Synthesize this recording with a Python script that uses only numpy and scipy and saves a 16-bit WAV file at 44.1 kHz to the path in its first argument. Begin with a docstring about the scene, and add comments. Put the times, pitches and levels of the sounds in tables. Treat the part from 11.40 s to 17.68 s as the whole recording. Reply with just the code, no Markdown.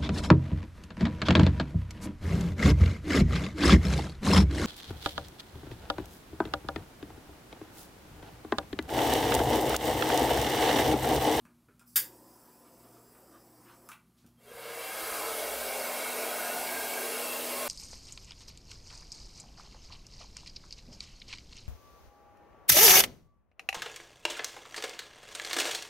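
"""Over a faint mains hum, a hand gas torch clicks, hisses and lights with a loud snap.
Its flame roars and flutters as it is waved, until the gas is clicked off. Then a hair dryer, the
main sound, starts up and is swung about above a board: fan noise rings in its barrel, air hisses
at the nozzle and the motor sings. One microphone in a small workroom feeds both channels."""
import sys
import numpy as np
from scipy import signal
from scipy.fft import rfft, irfft, next_fast_len
from scipy.io import wavfile
from scipy.ndimage import uniform_filter1d, map_coordinates

SR = 44100
rng = np.random.default_rng(int(sys.argv[2]) if len(sys.argv) > 2 else 0)


def generate_wav(sig):
    """Save sig (samples, or channels by samples) to the path in sys.argv[1] as 16-bit PCM at SR."""
    pcm = np.round(np.clip(np.atleast_2d(sig).T, -1, 1) * 32767).astype(np.int16)
    wavfile.write(sys.argv[1], SR, pcm)


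N = 276948
T = np.arange(N) / SR
GAS_ON_S, LIT_S, GAS_OFF_S, DRYER_ON_S = 0.455, 0.56, 2.48, 2.964


# The dryer's swing: (time [s], throat pitch [Hz], throat level [dB], board level [dB], motor level [dB])
SWING = [(2.97, 540, -40, -54, -68), (3.35, 656, -46, -58.5, -73), (3.75, 666, -44.5, -57, -66),
         (4.05, 590, -41.5, -57.5, -59.5), (4.35, 590, -39, -60.5, -57), (4.85, 630, -44.5, -51.5, -55),
         (5.25, 734, -42, -51, -55.5), (5.7, 623, -44.5, -53, -54), (6.08, 550, -44, -53.5, -51),
         (6.28, 590, -39.5, -54.5, -52.5)]
def dryer():
    """The fan speeds up and its roar and hiss grow; the sound shifts as the dryer is swung."""
    _, throat_db, board_db, motor_db = curves(SWING, T)
    running_s = np.maximum(T - DRYER_ON_S, 0)
    speed = 1 - np.exp(-(running_s + 0.24) / 0.28)  # 1 is full speed; already turning when first heard
    fade_in = np.clip(running_s / 0.29, 0, 1)
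    roar = air_stream() + barrel() + throat(throat_db) + air_on_board(board_db)
    roar *= amp(0.79 * wobble(4.6)) * fade_in * speed ** 3.8
    hiss = nozzle(speed, running_s)
    whine = fade_in * motor(speed, motor_db)
    return moving_echo(roar, step_s=0.3, direct=1.55) + hiss + whine


def throat(level_db):
    """A broad ringing band slides as the dryer's mouth turns to and from the board."""
    def band(hz, t):
        centre_hz = curves(SWING, t)[0]
        return (hz > 500) / (1 + ((hz - centre_hz) / 160) ** 2)
    return amp(level_db) * noise(band, patchy_db=1.0, size=2048, wide=3, long=12)


# Tone of the rushing air: (frequency [Hz], relative level [dB])
STREAM_TONE = [(600, -120), (800, 2), (1400, -2), (1850, -1), (3000, -7), (5000, -8.5), (6000, -120)]
def air_stream():
    """Rushing air fills the gaps between the barrel's notes."""
    return amp(-44.5) * noise(tone(STREAM_TONE), patchy_db=2.5)


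# Notes the barrel rings at: (pitch [Hz], width [Hz], relative level [dB])
BARREL_NOTES = [(450, 65, -47.5), (1040, 180, -52), (1250, 210, -52.5), (1460, 55, -56), (1590, 94, -51),
                (2220, 320, -48), (2720, 160, -52.5), (3330, 180, -60), (3820, 170, -63)]
# One note briefly stands out or sinks: (time [s], pitch [Hz], change [dB], length [s])
NOTE_SWELLS = [(3.07, 450, 13, 0.27), (3.13, 1590, 8, 0.14), (3.65, 1590, 5, .4), (3.744, 1250, 8, 0.46),
               (4.308, 450, 4, 0.42), (4.4, 1590, 4, .4), (4.8, 1040, 4.5, 0.47), (5.056, 1460, 12, 0.39),
               (5.45, 1590, 4, .3), (5.947, 2220, -8, 0.32), (6.05, 2720, 4, 0.46), (6.15, 1040, 5, 0.36)]
def barrel():
    """Fan noise rings in the barrel like in a pipe; each note drifts in level as the mouth turns."""
    def ringing(hz, t):
        power = 0
        for pitch, width, db in BARREL_NOTES:
            swell_db = sum(change * bell(t, s, length)
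                           for s, note, change, length in NOTE_SWELLS if note == pitch)
            level = amp(db + swell_db + 0.7 * np.interp(t, T, wobble(2.48)))
            power += level ** 2 / width / (1 + (2 * (hz - pitch) / width) ** 2) ** 2
        return np.sqrt(power)
    return amp(-41) * noise(ringing, patchy_db=2.33, size=2048, wide=5, long=5)


# Tone of the air hitting the board: (frequency [Hz], relative level [dB])
BOARD_TONE = [(40, -120), (60, -25), (110, -33.5), (200, -12), (270, -16), (305, -5.5), (336, 2.5),
              (358, -6), (400, -18.5), (440, -120)]
def air_on_board(level_db):
    """Air washes over the board with a low rumble."""
    return amp(level_db) * noise(tone(BOARD_TONE), patchy_db=0)


# Tone of the nozzle's hiss: (frequency [Hz], relative level [dB])
NOZZLE_TONE = [(1760, -25), (3000, -7.5), (3240, -2), (3520, -10.5), (3810, -2.5), (4830, -2.5), (7000, -4),
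               (8110, -0.5), (11000, 0.5), (15100, -1), (16000, -9.5)]
def nozzle(speed, running_s):
    """Air hisses out of the nozzle, slowly getting louder."""
    level = amp(-39.5 + 0.42 * running_s + 0.37 * wobble(1.9))
    fade_in = np.clip(running_s / 0.73, 0, 1)
    return level * fade_in * speed ** 1.7 * noise(tone(NOZZLE_TONE), patchy_db=2.5, wide=2, long=5)


def motor(speed, level_db, full_speed_hz=244.1):
    """The motor sings one wavering note, one wave for each turn of its shaft."""
    phase = 2 * np.pi * full_speed_hz * np.cumsum(speed) / SR + 0.29 * wobble(4.06)
    return np.sqrt(2) * amp(level_db + 0.86 * wobble(12)) * np.sin(phase)


# Tones of the gas jet, the flame's roar and its flutter: (frequency [Hz], relative level [dB])
JET_TONE = [(3000, -120), (4200, -17.5), (4800, -6.5), (5080, -2), (5400, -7), (6000, -8.5), (6800, -13),
            (7700, -3.5), (8300, -6), (9400, -11), (10700, -2.5), (11300, -7.5), (12200, -16), (13500, -1),
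            (15200, -5), (16000, -17.5)]
ROAR_TONE = [(150, -39.5), (260, -6), (307, 2), (411, -5), (545, -3.5), (603, -13), (688, -4), (767, -10.5),
             (1010, -5.5), (1100, -21), (1900, -25), (2470, -53), (4180, -120)]
FLUTTER_TONE = [(700, -120), (900, -3), (1030, 0), (1200, 4.5), (1800, -6), (3000, -11), (4500, -17),
                (6000, -120)]
# The waved flame puffs up: (time [s], level [dB], length [s])
FLAME_PUFFS = [(0.73, -78, 0.089), (1.084, -80, 0.056), (1.273, -72, 0.058), (1.452, -73, 0.065),
               (1.57, -71, .05), (1.76, -72, .05), (1.957, -66, 0.062), (2.307, -58.5, 0.092)]
def torch():
    """Gas hisses once the valve opens; the lit flame roars, flutters and puffs as it is waved."""
    pressure = amp(-1.5 * (T - LIT_S))  # the gas pressure slowly sags
    gas_on = gate(GAS_ON_S, GAS_OFF_S, rise_s=0.023, die_s=0.4)
    burning = gate(LIT_S, GAS_OFF_S, rise_s=0.018, die_s=0.4)
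    hiss = amp(-62.5) * pressure * noise(tone(JET_TONE), patchy_db=3.5, wide=3, long=6)
    roar_level = amp(-59.5 + 0.75 * wobble(24.97)) * pressure
    roar = roar_level * noise(tone(ROAR_TONE), patchy_db=3.5, size=2048, wide=2, long=12)
    puffs = sum(amp(db) * bell(T, s, length) for s, db, length in FLAME_PUFFS)
    flutter = (amp(-72) + puffs) * noise(tone(FLUTTER_TONE), patchy_db=2.5)
    return gas_on * hiss + burning * (roar + flutter)


# The igniter's hammer hits and bounces: (time [s], relative level [dB], rattle length [s])
HAMMER_HITS = [(0.5582, -15.5, 0.012), (0.568, -20.5, 0.012)]
# Tone of the snap: (frequency [Hz], boost or cut [dB])
SNAP_TONE = [(290, -58.5), (500, -41.5), (1180, -20), (1450, -11.5), (1700, -2.5), (1950, -10),
             (2430, -13.5), (3750, -9), (4090, -17.5), (4730, -5.5), (5800, -11.5), (9360, -3), (10800, -7),
             (12500, 2.5), (16000, -4.5)]
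def igniter():
    """A spring hammer cracks, rattles for a moment and echoes in the room."""
    t = np.arange(SR // 20) / SR
    snaps = np.zeros(N)
    for s, db, length in HAMMER_HITS:
        rattle = amp(-60 * np.maximum(t - length, 0) / 0.0066) * rng.standard_normal(len(t))
        snaps += place_with_echo(s, amp(db) * rattle, echo_db=-1.0)
    return filtered(snaps, lambda hz: amp(along(SNAP_TONE, hz)))


# Notes of the torch's body and trigger: (pitch [Hz], width [Hz], relative level [dB])
BODY_NOTES = [(935, 250, -13.5), (1310, 260, -4), (1560, 320, -7)]
TRIGGER_NOTES = [(2380, 330, 7.5), (2930, 400, -10)]
# Touches on the torch: (time [s], body [dB], trigger [dB], high tick [dB], low knock [dB])
TOUCHES = [(0.052, -70.5, -75.5, -77, -66), (0.146, -94, -97, -93, -89), (0.285, -73, -83, -98, -69.5),
           (0.395, -78, -82, -69, -91), (0.412, -71.5, -88, -83, -90), (0.561, -62, -73, -78.5, -60),
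           (2.489, -58.5, -72, -58.5, -84), (2.517, -60.5, -61, -63.5, -82),
           (2.844, -82.5, -95, -95.5, -66.5), (2.864, -99, -100.5, -73.5, -87)]
def handling():
    """Each touch rings the torch's body and trigger, with a high tick and a low knock."""
    def dull(notes):  # soft fingers make little treble
        return lambda hz: resonances(notes)(hz) / (1 + 1j * hz / 2500) ** 2
    tick = resonances([(9000, 18000, 0)])
    knock = dull([(178, 200, -0.5), (340, 190, -0.5), (700, 380, -10.5)])
    parts = [dull(BODY_NOTES), dull(TRIGGER_NOTES), tick, knock]
    t = np.arange(SR // 20) / SR
    decay = 3 * amp(-60 * t / 0.005) + amp(-60 * t / 0.051)  # sharp contact, then a short rattle
    clicks = np.zeros(N)
    for s, *levels_db in TOUCHES:
        click = sum(amp(db) * unit(filtered(decay * rng.standard_normal(len(t)), part))
                    for db, part in zip(levels_db, parts))
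        clicks += place_with_echo(s, click, echo_db=1.5)
    return clicks


def sleeve(start_s=2.765):
    """A sleeve brushes past with a short, bright rustle."""
    age_s = np.maximum(T - start_s, 0)
    stroke = np.minimum(age_s / 0.023, 1) * np.exp(-age_s / 0.064)
    return amp(-61) * stroke * filtered(rng.standard_normal(N), resonances([(4000, 4100, 0.005)]))


# Thin whistles: (time [s], pitch [Hz], level [dB], length [s])
WHISTLES = [(2.988, 3200, -72, 0.026), (3.09, 3220, -59, .04)]
def whistles():
    """Short, unsteady whistles sound as the dryer's roar comes up."""
    waver = wobble(120)
    return sum(amp(db) * bell(T, s, length) * np.sin(2 * np.pi * hz * T + waver)
               for s, hz, db, length in WHISTLES)


# Soft bumps: (time [s], level [dB])
STAND_BUMPS = [(3.149, -51), (3.63, -46), (3.719, -42), (5.199, -52), (5.349, -64)]
def stand_bumps():
    """Each bump comes through the stand as one low push that does not ring."""
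    age = np.arange(SR // 10) / SR / 0.004  # counted in steps of 4 ms
    push = age * (2 - age) * np.exp(-age)
    return sum(place(s, amp(db) * push) for s, db in STAND_BUMPS)


# The hum swells or sinks: (time [s], multiple of the mains pitch, change [dB], length [s])
HUM_CHANGES = [(0.623, 1, 6, .3), (3.7, 1, 10, .5), (4.2, 1, 14, 0.86), (5.3, 1, 12, 0.46),
               (6.1, 1, 8, 0.56), (0.65, 2, 5.5, .3), (1.1, 2, -3, .5), (1.5, 2, 4, .4), (2.25, 2, 4, 0.25),
               (3.697, 2, 4.5, 0.61), (5.4, 2, -6, 1.3)]
def mains_hum(mains_hz=60):
    """The mains hums at 1, 2 and 4 times its pitch; the top note dies away as the dryer starts."""
    def swell_db(multiple):
        return sum(db * bell(T, s, length) for s, k, db, length in HUM_CHANGES if k == multiple)
    phase = 2 * np.pi * mains_hz * T
    low = amp(-80 + swell_db(1) + 2.2 * wobble(9.6)) * np.sin(phase + 0.6 * wobble(6))
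    middle = amp(-73.5 + swell_db(2) + 2.5 * wobble(5.5)) * np.sin(2 * phase + 0.69 * wobble(6.7))
    top = amp(-70.5 + 2.2 * wobble(8)) * np.sin(4 * phase + 0.4 * wobble(7))
    return np.sqrt(2) * (low + middle + top * gate(0, 3.16, rise_s=0.001, die_s=1.2))


# Tone of the quiet room: (frequency [Hz], relative level [dB])
ROOM_TONE = [(15, -38), (25, -8.5), (130, -18), (185, -2.5), (249, -13), (293, -17.5), (363, -11.5),
             (439, -26.5), (962, -24.5), (1230, -23.5), (1520, -31.5), (6740, -35.5), (11300, -32),
             (12200, -33), (16000, -38)]
def room_air():
    """A faint, steady rush lies under everything."""
    return amp(-68.5) * noise(tone(ROOM_TONE), patchy_db=0.5)


# How long the walls echo: (frequency [Hz], time to fall by 60 dB [s])
ECHO_TIMES = [(200, 0.37), (1500, 0.24), (10000, .2)]
def wall_echo():
    """One random echo from the walls: each frequency dies at its own speed."""
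    hz, t, spectrum = signal.stft(rng.standard_normal(SR // 2), SR, nperseg=256)
    decay = amp(-60 * t / along(ECHO_TIMES, hz)[:, None])
    echo = signal.istft(spectrum * decay, SR, nperseg=256)[1]
    return echo / np.linalg.norm(echo)


def moving_echo(sound, step_s, direct):
    """The moving dryer meets new room echoes: a fresh one blends in at every step."""
    out = direct * sound
    for s in np.arange(DRYER_ON_S, T[-1] + step_s, step_s):
        start, end = round((s - step_s) * SR), round((s + step_s) * SR)
        blend = np.sqrt(np.clip(1 - abs(T[start:end] - s) / step_s, 0, 1))
        out += place(s - step_s, signal.fftconvolve(sound[start:end] * blend, wall_echo()))
    return out / np.sqrt(1 + direct ** 2)


def place_with_echo(s, burst, echo_db):
    """A burst at time s; the walls answer about 3 ms later."""
    echo = amp(echo_db) * signal.fftconvolve(burst, np.pad(wall_echo(), (130, 0)))
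    return place(s, burst) + place(s, echo)


def place(s, sound):
    """A silent track with the sound starting at time s."""
    return np.pad(sound, (round(s * SR), N))[:N]


def noise(gain, patchy_db, size=1024, wide=8, long=8):
    """Noise shaped by gain(Hz, s), with random louder and softer patches of wide bands by long frames."""
    hz, t, spectrum = signal.stft(rng.standard_normal(N), SR, nperseg=size)
    patches = uniform_filter1d(rng.standard_normal(spectrum.shape), wide, 0)
    patches = unit(uniform_filter1d(patches, long, 1))
    shaped = spectrum * gain(hz[:, None], t) * amp(patchy_db * patches)
    return unit(signal.istft(shaped, SR, nperseg=size)[1][:N])


def tone(table):
    """Turns a tone table into a steady gain for noise()."""
    return lambda hz, t: amp(along(table, hz))


def resonances(notes):
    """A filter that rings at each (pitch [Hz], width [Hz], level [dB])."""
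    return lambda hz: sum((-1) ** k * amp(db) * 1j * hz * width / (pitch**2 - hz**2 + 1j * hz * width)
                          for k, (pitch, width, db) in enumerate(notes))


def filtered(sound, response):
    """Scales each frequency of the sound by response(Hz)."""
    size = next_fast_len(len(sound) + SR // 2)
    return irfft(rfft(sound, size) * response(np.fft.rfftfreq(size, 1 / SR)), size)[:len(sound)]


def along(points, hz):
    """Reads between (frequency, value) points on a pitch-like scale."""
    frequencies, values = np.transpose(points)
    return np.interp(np.log(hz + 1), np.log(frequencies + 1), values)


def curves(rows, t):
    """Each column after the time, read at times t."""
    times, *columns = np.transpose(rows)
    return [np.interp(t, times, column) for column in columns]


def wobble(rate):
    """A smooth curve through rate random points a second."""
    return map_coordinates(rng.standard_normal(int(N * rate / SR) + 4), [T * rate])


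def gate(on_s, off_s, rise_s, die_s):
    """Rises at on_s; after off_s it falls 60 dB every die_s."""
    return np.clip((T - on_s) / rise_s, 0, 1) * amp(-60 * np.maximum(T - off_s, 0) / die_s)


def bell(t, s, length):
    """A smooth rise and fall around time s."""
    return np.exp(-(2 * (t - s) / length) ** 2)


def amp(db):
    """Turns decibels into a multiplier."""
    return 10 ** (np.asarray(db) / 20)


def unit(x):
    """Scales x to an average power of 1."""
    return x / np.sqrt(np.mean(np.abs(x) ** 2) + 1e-20)


def scene():
    """The torch, then the dryer, over the sound of the room."""
    mono = torch() + igniter() + handling() + sleeve()
    mono += whistles() + dryer() + stand_bumps()
    mono += mains_hum() + room_air()
    return np.array([mono, mono])


def record(dry):
    """One microphone drops the deepest bass and the highest treble."""
    bass_hz, top_hz, edge_hz = 42, 15750, 120
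    def microphone(hz):
        treble_cut = np.sin(np.pi / 2 * np.clip((top_hz + edge_hz - hz) / (2 * edge_hz), 0, 1)) ** 2
        return treble_cut / np.sqrt(1 + (bass_hz / (hz + 1)) ** 6)
    heard = filtered(dry.mean(axis=0), microphone)
    return np.array([heard, heard])


dry = scene()
out = record(dry)
generate_wav(out)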